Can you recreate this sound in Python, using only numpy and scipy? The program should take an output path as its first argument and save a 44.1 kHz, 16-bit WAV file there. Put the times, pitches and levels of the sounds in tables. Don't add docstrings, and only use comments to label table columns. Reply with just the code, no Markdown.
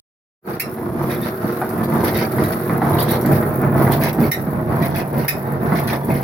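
import sys
import numpy as np
from scipy import signal
from scipy.fft import rfft, irfft
from scipy.io import wavfile
from scipy.ndimage import uniform_filter1d

SR = 44100
rng = np.random.default_rng(int(sys.argv[2]) if len(sys.argv) > 2 else 0)


def dump(signal):
    limited = np.clip(np.atleast_2d(signal).T, -1, 1)
    pcm = np.round(limited * 32767).astype(np.int16)
    wavfile.write(sys.argv[1], SR, pcm)


N = 274743
T = np.arange(N) / SR
HZ = np.fft.rfftfreq(N, 1 / SR)

# frequency in Hz, seconds to die away by 60 dB.
WORKSHOP_DECAY = [(100, 0.34), (500, 0.22), (2500, 0.2), (8000, 0.2), (16000, 0.063)]
# time in seconds, place from 0 (motor end) to 1 (side).
MIC_PATH = [(0.4, 0.041), (2.0, 0.1), (3.6, 0.61), (4.8, 0.89)]
# frequency in Hz, left-right likeness from 0 to 1.
MIC_LIKENESS = [(30, .8), (120, .98), (300, .975), (550, .9), (800, .65), (1100, .1), (2000, .25),
                (4000, .05), (16000, 0)]
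# frequency in Hz, left minus right in dB.
MIC_BALANCE = [(100, -2.5), (300, -1.5), (1200, -0.5), (2200, -1), (3400, -1), (4600, -9), (6500, -4),
               (8200, -0.5), (9600, 10), (10500, 11.5), (12000, -0.5), (13500, 2), (15500, -11)]

# frequency in Hz, relative level in dB.
GRIT_SPECTRUM = [(3000, -42), (7000, -18.5), (8400, -17.5), (9300, -9), (10200, -2), (12500, 3),
                 (14000, -1), (15300, 0.5), (16000, 0)]
RIM_SPECTRUM = [(900, -40), (1500, 18.5), (1950, 20), (2400, 11.5), (3000, 6.5), (3700, 8.5), (4700, 9.5),
                (5700, 6), (6700, -7), (8500, -32), (16000, -23)]
SQUEAK_SPECTRUM = [(900, -14), (1600, 5), (1950, 14), (2650, 2.5), (3150, -8.5), (3850, 3), (4700, -4.5),
                   (5350, 1), (5900, -2), (7000, -11.5), (8800, -12), (10600, 5), (13000, 8.5), (14200, -6),
                   (15500, 10)]
CLACK_SPECTRUM = [(200, -61), (500, 3.5), (900, 5), (1500, -0.5), (2100, -3.5), (2700, -29), (4500, -25),
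                  (9000, -67)]
THUD_SPECTRUM = [(30, -12), (70, -23), (140, 20), (350, 13.5), (700, -34), (1500, -55), (4000, -106)]
BOOM_SPECTRUM = [(20, 0), (40, -14), (62, -10), (95, 3.5), (160, 12.5), (260, 2.5), (420, -9.5), (600, 3.5),
                 (1200, -65), (3000, -100)]
FRAME_END_SPECTRUM = [(200, -3), (450, 14.5), (620, 10), (900, 6), (1050, 8), (1400, 5.5), (1900, -4.5),
                      (2400, -12.5), (3000, -22), (4500, -27.5), (7000, -29.5), (12000, -99)]
FRAME_SIDE_SPECTRUM = [(200, -6), (420, 13.5), (720, 13.5), (1000, 10), (1400, 4), (1900, -1), (2400, -9.5),
                       (3000, -23.5), (4500, -29), (7000, -49), (12000, -99)]
# frequency and width in Hz, gain in dB from the motor end, from the side.
SHELL_MODES = [(88, 14, -49, -8), (112, 7.6, -5.5, -5.5), (141, 12.5, 1.5, 11.5), (193.5, 4.3, -3.5, 1),
               (226.2, 22.3, 6, 3.5), (302.2, 12.6, -2, -4), (338.3, 21.5, 4.5, -4),
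               (456, 13, -10.5, -12.5)]

# start in seconds, then boom, clatter, rim rub, grit hiss and opening lurch in dB.
DRUM_TURNS = [(0.452, -26, -30.5, -50.5, -39.5, -5.5), (1.406, -22, -25, -45.5, -34, -4),
              (2.356, -21.5, -24, -43.5, -31.5, 2), (3.268, -17.5, -22.5, -51.5, -35.5, 3.5),
              (4.183, -23, -27.5, -51, -39, 1), (5.125, -23.5, -26.5, -49, -37, 1.5),
              (6.063, -23.5, -26.5, -47, -35.5, 3)]
# share of the turn, boom and clatter in dB.
ROLL_PATTERN = [(0.0, -2, -1.5), (0.05, 4.5, 5), (0.1, 2, 1), (0.16, -3, 1), (0.23, -2, -0.5),
                (0.3, -4.5, -3), (0.44, 2.5, 3), (0.485, 0, -3.5), (0.56, 3.5, 4.5), (0.66, 4, 4.5),
                (0.745, 0, 3), (0.82, 2, -1), (0.86, 0, 4.5), (0.945, -5, -2.5)]
# share of the turn, rim and grit in dB.
RUB_PATTERN = [(0.0, -3.5, 0.5), (0.09, 4.5, 2), (0.2, -2.5, 2.5), (0.33, -4, 1.5), (0.48, -7, -3.5),
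               (0.62, 3, 3.5), (0.78, 4, 4.5), (0.95, -3.5, -0.5)]
# start and length in seconds, rasp, loosened grit and squeal in dB,
# squeal pitch in Hz.
RIM_SCRAPES = [(0.487, 0.071, -68, -56, -60, 2000), (1.091, 0.066, -41, -35, -33.5, 1916),
               (1.221, 0.078, -41.5, -39, -44, 3900), (1.83, 0.021, -43, -30, -39, 4100),
               (2.038, 0.066, -37, -32, -33, 1907), (2.144, 0.11, -34.5, -39, -39.5, 1990),
               (2.405, 0.045, -55, -57, -41, 2130), (2.518, 0.015, -32, -36, -48, 2230),
               (2.979, 0.05, -42, -24.5, -30, 4000), (3.077, 0.088, -40, -28, -35.5, 3820),
               (3.313, 0.069, -46, -33, -38, 1910), (3.761, 0.1, -46, -35, -46, 2000),
               (3.909, 0.051, -38, -32, -35, 3660), (4.008, 0.096, -33.5, -36, -31, 2082),
               (4.193, 0.095, -42.5, -33, -43, 2010), (4.814, 0.056, -38.5, -34, -33, 2010),
               (4.94, 0.08, -39.5, -38, -35, 2193), (5.164, 0.11, -50, -38, -42, 2000),
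               (5.75, 0.056, -37.5, -34, -34, 2000), (5.87, 0.092, -35, -40, -34, 2174),
               (6.087, 0.094, -62, -41, -34.5, 2014)]
# start in seconds, level in dB.
GRIT_TICKS = [(1.6926, -11.5), (1.8457, -15), (2.0477, -5.5), (2.1765, -9), (2.3196, -8), (2.4384, -2.5),
              (2.5227, -13), (2.6579, -33), (2.9931, -19), (3.2126, -4.5), (3.261, -2.5), (3.6164, -14),
              (3.787, -21), (3.921, 1), (3.9394, -18), (4.0367, 2.5), (4.131, -6), (4.9606, -8),
              (5.874, -7)]
# start in seconds, clack and thud in dB.
ROLLER_KNOCKS = [(0.47, -40, -34), (1.442, -27, -17.5), (1.616, -12.5, -35), (1.78, -21, -22),
                 (1.925, -24, -18), (2.383, -11.5, -22), (2.696, -10, -16), (2.818, -9, -18),
                 (3.134, -16, -38), (3.249, -14.5, -13.5), (3.426, -16, -33), (3.869, -14, -24),
                 (4.184, -17, -10.5), (4.47, -23, -17), (4.722, -15, -24), (4.808, -19, -15),
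                 (5.721, -11, -14), (5.925, -17, -34)]
# start in seconds, level in dB,
# opening and settling slip rate in Hz, length in seconds, snap as a factor on the tone.
DRIVE_SLIPS = [(0.5975, -18.5, 2100, 2730, 0.028, 0.73), (4.315, -18, 1900, 1840, 0.0078, 1.4),
               (4.318, -14, 1994, 1833, 0.0058, 0.82), (4.334, -25.5, 1920, 1874, 0.018, .3),
               (5.2805, -18.5, 1590, 1930, 0.01, 1), (5.2834, -13.5, 2265, 2580, 0.018, 0.57)]

START_S, SPIN_UP_S, LAST_TURN_S = 0.41, 0.068, 0.96
BAND_LIMIT_HZ = 15900


def gain_of(db):
    return 10 ** (np.asarray(db) / 20)


def unit_rms(x):
    return x / np.sqrt(np.mean(x ** 2) + 1e-20)


def drift(span, size=N):
    return unit_rms(uniform_filter1d(rng.standard_normal(size), span))


def at_hz(table, hz):
    table_hz, value = np.transpose(table)
    return np.interp(np.log(hz + 1), np.log(table_hz + 1), value)


def add(mix, start_s, sound):
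    part = mix[round(start_s * SR):][:len(sound)]
    part += sound[:len(part)]


def colour(x, spectrum, size=4096):
    log_gain = np.log(gain_of(at_hz(spectrum, abs(np.fft.fftfreq(size, 1 / SR)))))
    taps = np.fft.ifft(np.exp(signal.hilbert(log_gain).conj())).real[:size // 2]
    return signal.oaconvolve(x, taps[None] / np.linalg.norm(taps), axes=1)[:, :N]


def steadied(x, span_s):
    size = int(span_s * SR)
    power = uniform_filter1d(uniform_filter1d(np.mean(x ** 2, 0), size), size // 4)
    return x / np.sqrt(abs(power) + 1e-9)


def impacts(per_s, spread_db):
    size = gain_of(spread_db * np.minimum(rng.exponential(1, N), 4))
    return unit_rms(size * (rng.random(N) < per_s / SR) * rng.standard_normal((2, N)))


def blows(rows, decay_s, chatter, size=2000):
    out, t = np.zeros((2, N)), np.arange(size) / SR
    for start_s, db in rows:
        burst = rng.standard_normal((2, size)) * np.exp(-t / decay_s)
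        burst *= chatter / np.linalg.norm(burst[0])
        burst[0, 0] += 1
        for channel, sound in zip(out, burst):
            add(channel, start_s, gain_of(db) * sound)
    return out


def grains(per_s, low_hz, high_hz, cycles, spread_db, overtone_db):
    out = np.zeros((2, N))
    for when, pitch, size, pan, right_lag in rng.random((int(per_s * N / SR), 5)):
        hz = low_hz + pitch * (high_hz - low_hz)
        age = np.arange(int(4 * cycles * SR / hz) + 2) * hz / SR
        swell = age / cycles * np.exp(-2 * age / cycles) * gain_of(-spread_db * np.log(size + 0.025))
        for channel, share, lag in (out[0], pan, 0), (out[1], 1 - pan, right_lag):
            angle = 2 * np.pi * (age + lag)
            wave = np.sin(angle) + gain_of(overtone_db) * np.sin(2 * angle) * (2 * hz < BAND_LIMIT_HZ)
            add(channel, when * N / SR, np.sqrt(share) * swell * wave)
    return unit_rms(out)


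def workshop(x, wet_db, size=11000):
    out = x
    for share in np.cos(2 * np.pi * T), np.sin(2 * np.pi * T):
        hz, t, noise = signal.stft(rng.standard_normal((2, size)), SR, nperseg=256)
        decay = gain_of(-60 * t / at_hz(WORKSHOP_DECAY, hz)[:, None])
        tail = signal.istft(noise * decay, SR, nperseg=256)[1]
        tail /= np.linalg.norm(tail[0])
        out = out + gain_of(wet_db) * signal.oaconvolve(x * share, tail, axes=1)[:, :N]
    return out


def mic_place():
    return np.interp(T, *np.transpose(MIC_PATH))


def mic_ports(x):
    mid, side = rfft(x)
    likeness = at_hz(MIC_LIKENESS, HZ)
    mid, side = mid * np.sqrt((1 + likeness) / 2), side * np.sqrt((1 - likeness) / 2)
    return irfft(np.array([mid + side, mid - side]), N)


def mic_lag(x, end_lag_s=-0.00006, side_lag_s=0.00034):
    lag_s = end_lag_s + (side_lag_s - end_lag_s) * mic_place() ** 4
    return np.array([np.interp(T - lag_s, T, x[0]), x[1]])


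def turns_made():
    starts = [row[0] for row in DRUM_TURNS] + [DRUM_TURNS[-1][0] + LAST_TURN_S]
    return np.interp(T, starts, np.arange(len(starts)))


def pattern_db(table, column):
    rows = np.array(table)
    return np.interp(turns_made() % 1, rows[:, 0], rows[:, column], period=1)


def turn_gain(column, stall_db=-8.5, stall_lag_s=0.011, stall_s=0.028):
    db = np.interp(turns_made(), np.arange(len(DRUM_TURNS)) + .5, np.array(DRUM_TURNS)[:, column])
    from_stall_s = np.minimum.reduce([abs(T - (row[0] + stall_lag_s)) for row in DRIVE_SLIPS])
    stuck = np.exp(-np.minimum(from_stall_s / stall_s, 10) ** 2)
    spin_up = np.clip((T - START_S) / SPIN_UP_S, 0, 1) ** 3
    return gain_of(db + stall_db * stuck) * spin_up


def stroke(length_s, attack_s=0.011, release_s=0.035):
    t = np.arange(0, length_s + release_s / 2, 1 / SR)
    return np.minimum(t / attack_s, 1) * np.minimum((t[-1] - t) / release_s, 1)


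def friction(column):
    out = turn_gain(column + 2) * gain_of(pattern_db(RUB_PATTERN, column))
    for row in RIM_SCRAPES:
        add(out, row[0], gain_of(row[column + 1]) * stroke(row[1]))
    return out


def rolling(column):
    return turn_gain(column) * gain_of(pattern_db(ROLL_PATTERN, column))


def motor(mesh_hz=358.5, sag_hz_per_db=4, wander=0.0084, fade_at_s=2.3, fade_s=0.69):
    load_db = uniform_filter1d(pattern_db(ROLL_PATTERN, column=1), 3000)
    hz = (mesh_hz - sag_hz_per_db * load_db) * (1 + wander * drift(2000))
    flutter = 1 + 0.24 * drift(1500)
    fade = np.exp(-np.maximum(T - fade_at_s, 0) / fade_s)
    return gain_of(-6) * turn_gain(column=1) * flutter * fade * np.sin(2 * np.pi * np.cumsum(hz) / SR)


def grit(closest_at_s=3.9, passing_s=0.55):
    clumps = gain_of(4.2 * drift(450))
    hiss = unit_rms(colour(clumps * impacts(per_s=4000, spread_db=0), GRIT_SPECTRUM))
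    pings = grains(per_s=400, low_hz=9900, high_hz=15600, cycles=12, spread_db=2.2, overtone_db=-20)
    sliding = steadied(workshop(hiss + gain_of(-8) * pings, wet_db=-4), span_s=0.15)
    sizzle = grains(per_s=350, low_hz=14600, high_hz=15700, cycles=12, spread_db=2.5, overtone_db=-20)
    nearness = np.exp(-((T - closest_at_s) / passing_s) ** 2)
    return friction(column=2) * (gain_of(-2.5) * sliding + gain_of(-6) * nearness * sizzle)


def rim_rasp():
    rasp = unit_rms(colour(impacts(per_s=4000, spread_db=5.5), RIM_SPECTRUM))
    squeals = grains(per_s=260, low_hz=1714, high_hz=2390, cycles=10, spread_db=11.5, overtone_db=-4.5)
    rubbed = workshop(rasp + gain_of(-6) * squeals, wet_db=-1)
    return gain_of(3.5) * friction(column=1) * steadied(rubbed, span_s=0.05)


def rim_squeal(pitch_spread=0.14, spread_db=4, catch_s=0.004):
    out = np.zeros((2, N))
    for start_s, length_s, _, _, db, hz in RIM_SCRAPES:
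        envelope = stroke(length_s)
        catch = (np.arange(len(envelope)) / SR / catch_s).astype(int)
        for channel in out:
            pitch, size = rng.standard_normal((2, 200))[:, catch]
            tone = np.sin(2 * np.pi * np.cumsum(hz * np.exp(pitch_spread * pitch)) / SR)
            strength = uniform_filter1d(gain_of(spread_db * size), 60)
            add(channel, start_s, gain_of(db) * envelope * unit_rms(tone * strength))
    return gain_of(-1.5) * workshop(out, wet_db=-5)


def drive_squeaks(roughness=0.5, snap_s=0.0043, jitter=0.0027, settle_s=0.00337, subtone=0.23):
    out = np.zeros((2, N))
    for start_s, db, first_hz, settled_hz, length_s, snap in DRIVE_SLIPS:
        t = np.arange(int(length_s * SR)) / SR
        hz = settled_hz + (first_hz - settled_hz) * np.exp(-t / settle_s)
        hz *= 1 + jitter * drift(40, len(t))
        cycles = np.cumsum(hz) / SR
        for channel in out:
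            skew = rng.uniform(-.1, .1)
            tone = sum(np.cos(2 * np.pi * k * (cycles + k * skew)) * (k * hz < BAND_LIMIT_HZ)
                       for k in range(1, 9))
            slips = unit_rms(tone) * (1 + subtone * np.cos(np.pi * cycles))
            rasp = (roughness + snap * np.exp(-t / snap_s)) * rng.standard_normal(len(t))
            add(channel, start_s, gain_of(db) * (slips + rasp) * (1 - (t / length_s) ** 2))
    return gain_of(-3) * workshop(colour(out, SQUEAK_SPECTRUM), wet_db=2.5)


def knocks():
    rows = np.array(ROLLER_KNOCKS)
    clacks = colour(blows(rows[:, [0, 1]], decay_s=0.0032, chatter=0.75), CLACK_SPECTRUM)
    thuds = colour(blows(rows[:, [0, 2]], decay_s=0.015, chatter=0.17), THUD_SPECTRUM)
    hits = blows(GRIT_TICKS, decay_s=0.00094, chatter=1.7)
    ticks = colour(hits, GRIT_SPECTRUM) + gain_of(-12) * colour(hits, RIM_SPECTRUM)
    direct = gain_of(12) * clacks + gain_of(20.5) * thuds + gain_of(-4.5) * ticks
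    return mic_ports(workshop(direct, wet_db=4))


def frame(bumps):
    side = mic_place()
    return (1 - side) * colour(bumps, FRAME_END_SPECTRUM) + side * colour(bumps, FRAME_SIDE_SPECTRUM)


def shell(bumps):
    side, out = mic_place(), 0
    for hz, width_hz, end_db, side_db in SHELL_MODES:
        ring = signal.lfilter(*signal.iirpeak(hz, hz / width_hz, SR), bumps)
        out = out + ring * np.sqrt(SR / (np.pi * width_hz)) * gain_of(end_db + side * (side_db - end_db))
    return out / 2


def lurches(at_turns=0.039, width_turns=0.15):
    past = turns_made() - at_turns
    nearest = np.clip(np.round(past), 0, len(DRUM_TURNS) - 1).astype(int)
    lurch_db = np.array(DRUM_TURNS)[nearest, -1]
    return gain_of(lurch_db * np.exp(-((past - nearest) / width_turns) ** 2))


def drum_rumble():
    bumps = impacts(per_s=1600, spread_db=2)
    lowpass = signal.butter(3, 600, fs=SR, output="sos")
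    soft_bumps = signal.sosfilt(lowpass, impacts(per_s=700, spread_db=2))
    boom = mic_ports(colour(bumps, BOOM_SPECTRUM) + gain_of(2) * shell(soft_bumps))
    boom = gain_of(1) * rolling(column=1) * lurches() * steadied(boom, span_s=0.036)
    clatter = mic_ports(workshop(frame(bumps), wet_db=-3))
    clatter = gain_of(-1) * rolling(column=2) * steadied(clatter, span_s=0.1)
    return mic_lag(boom + clatter)


def scene():
    return drum_rumble() + mic_ports(rim_rasp() + rim_squeal() + grit()) + knocks() + drive_squeaks() + motor()


def record(dry, low_cut_hz=52, ceiling=0.9):
    balance = gain_of(np.array([[.5], [-.5]]) * at_hz(MIC_BALANCE, HZ))
    heard = irfft(rfft(dry) * balance / np.sqrt(np.mean(balance ** 2, 0)), N)
    heard = signal.sosfilt(signal.butter(2, low_cut_hz, "high", fs=SR, output="sos"), heard)
    heard = heard / (1 + (heard / ceiling) ** 8) ** (1 / 8)
    lowpass = signal.firwin(601, BAND_LIMIT_HZ, window=("kaiser", 9), fs=SR)
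    return signal.oaconvolve(heard, lowpass[None], "same")


dry = scene()
out = record(dry)
dump(out)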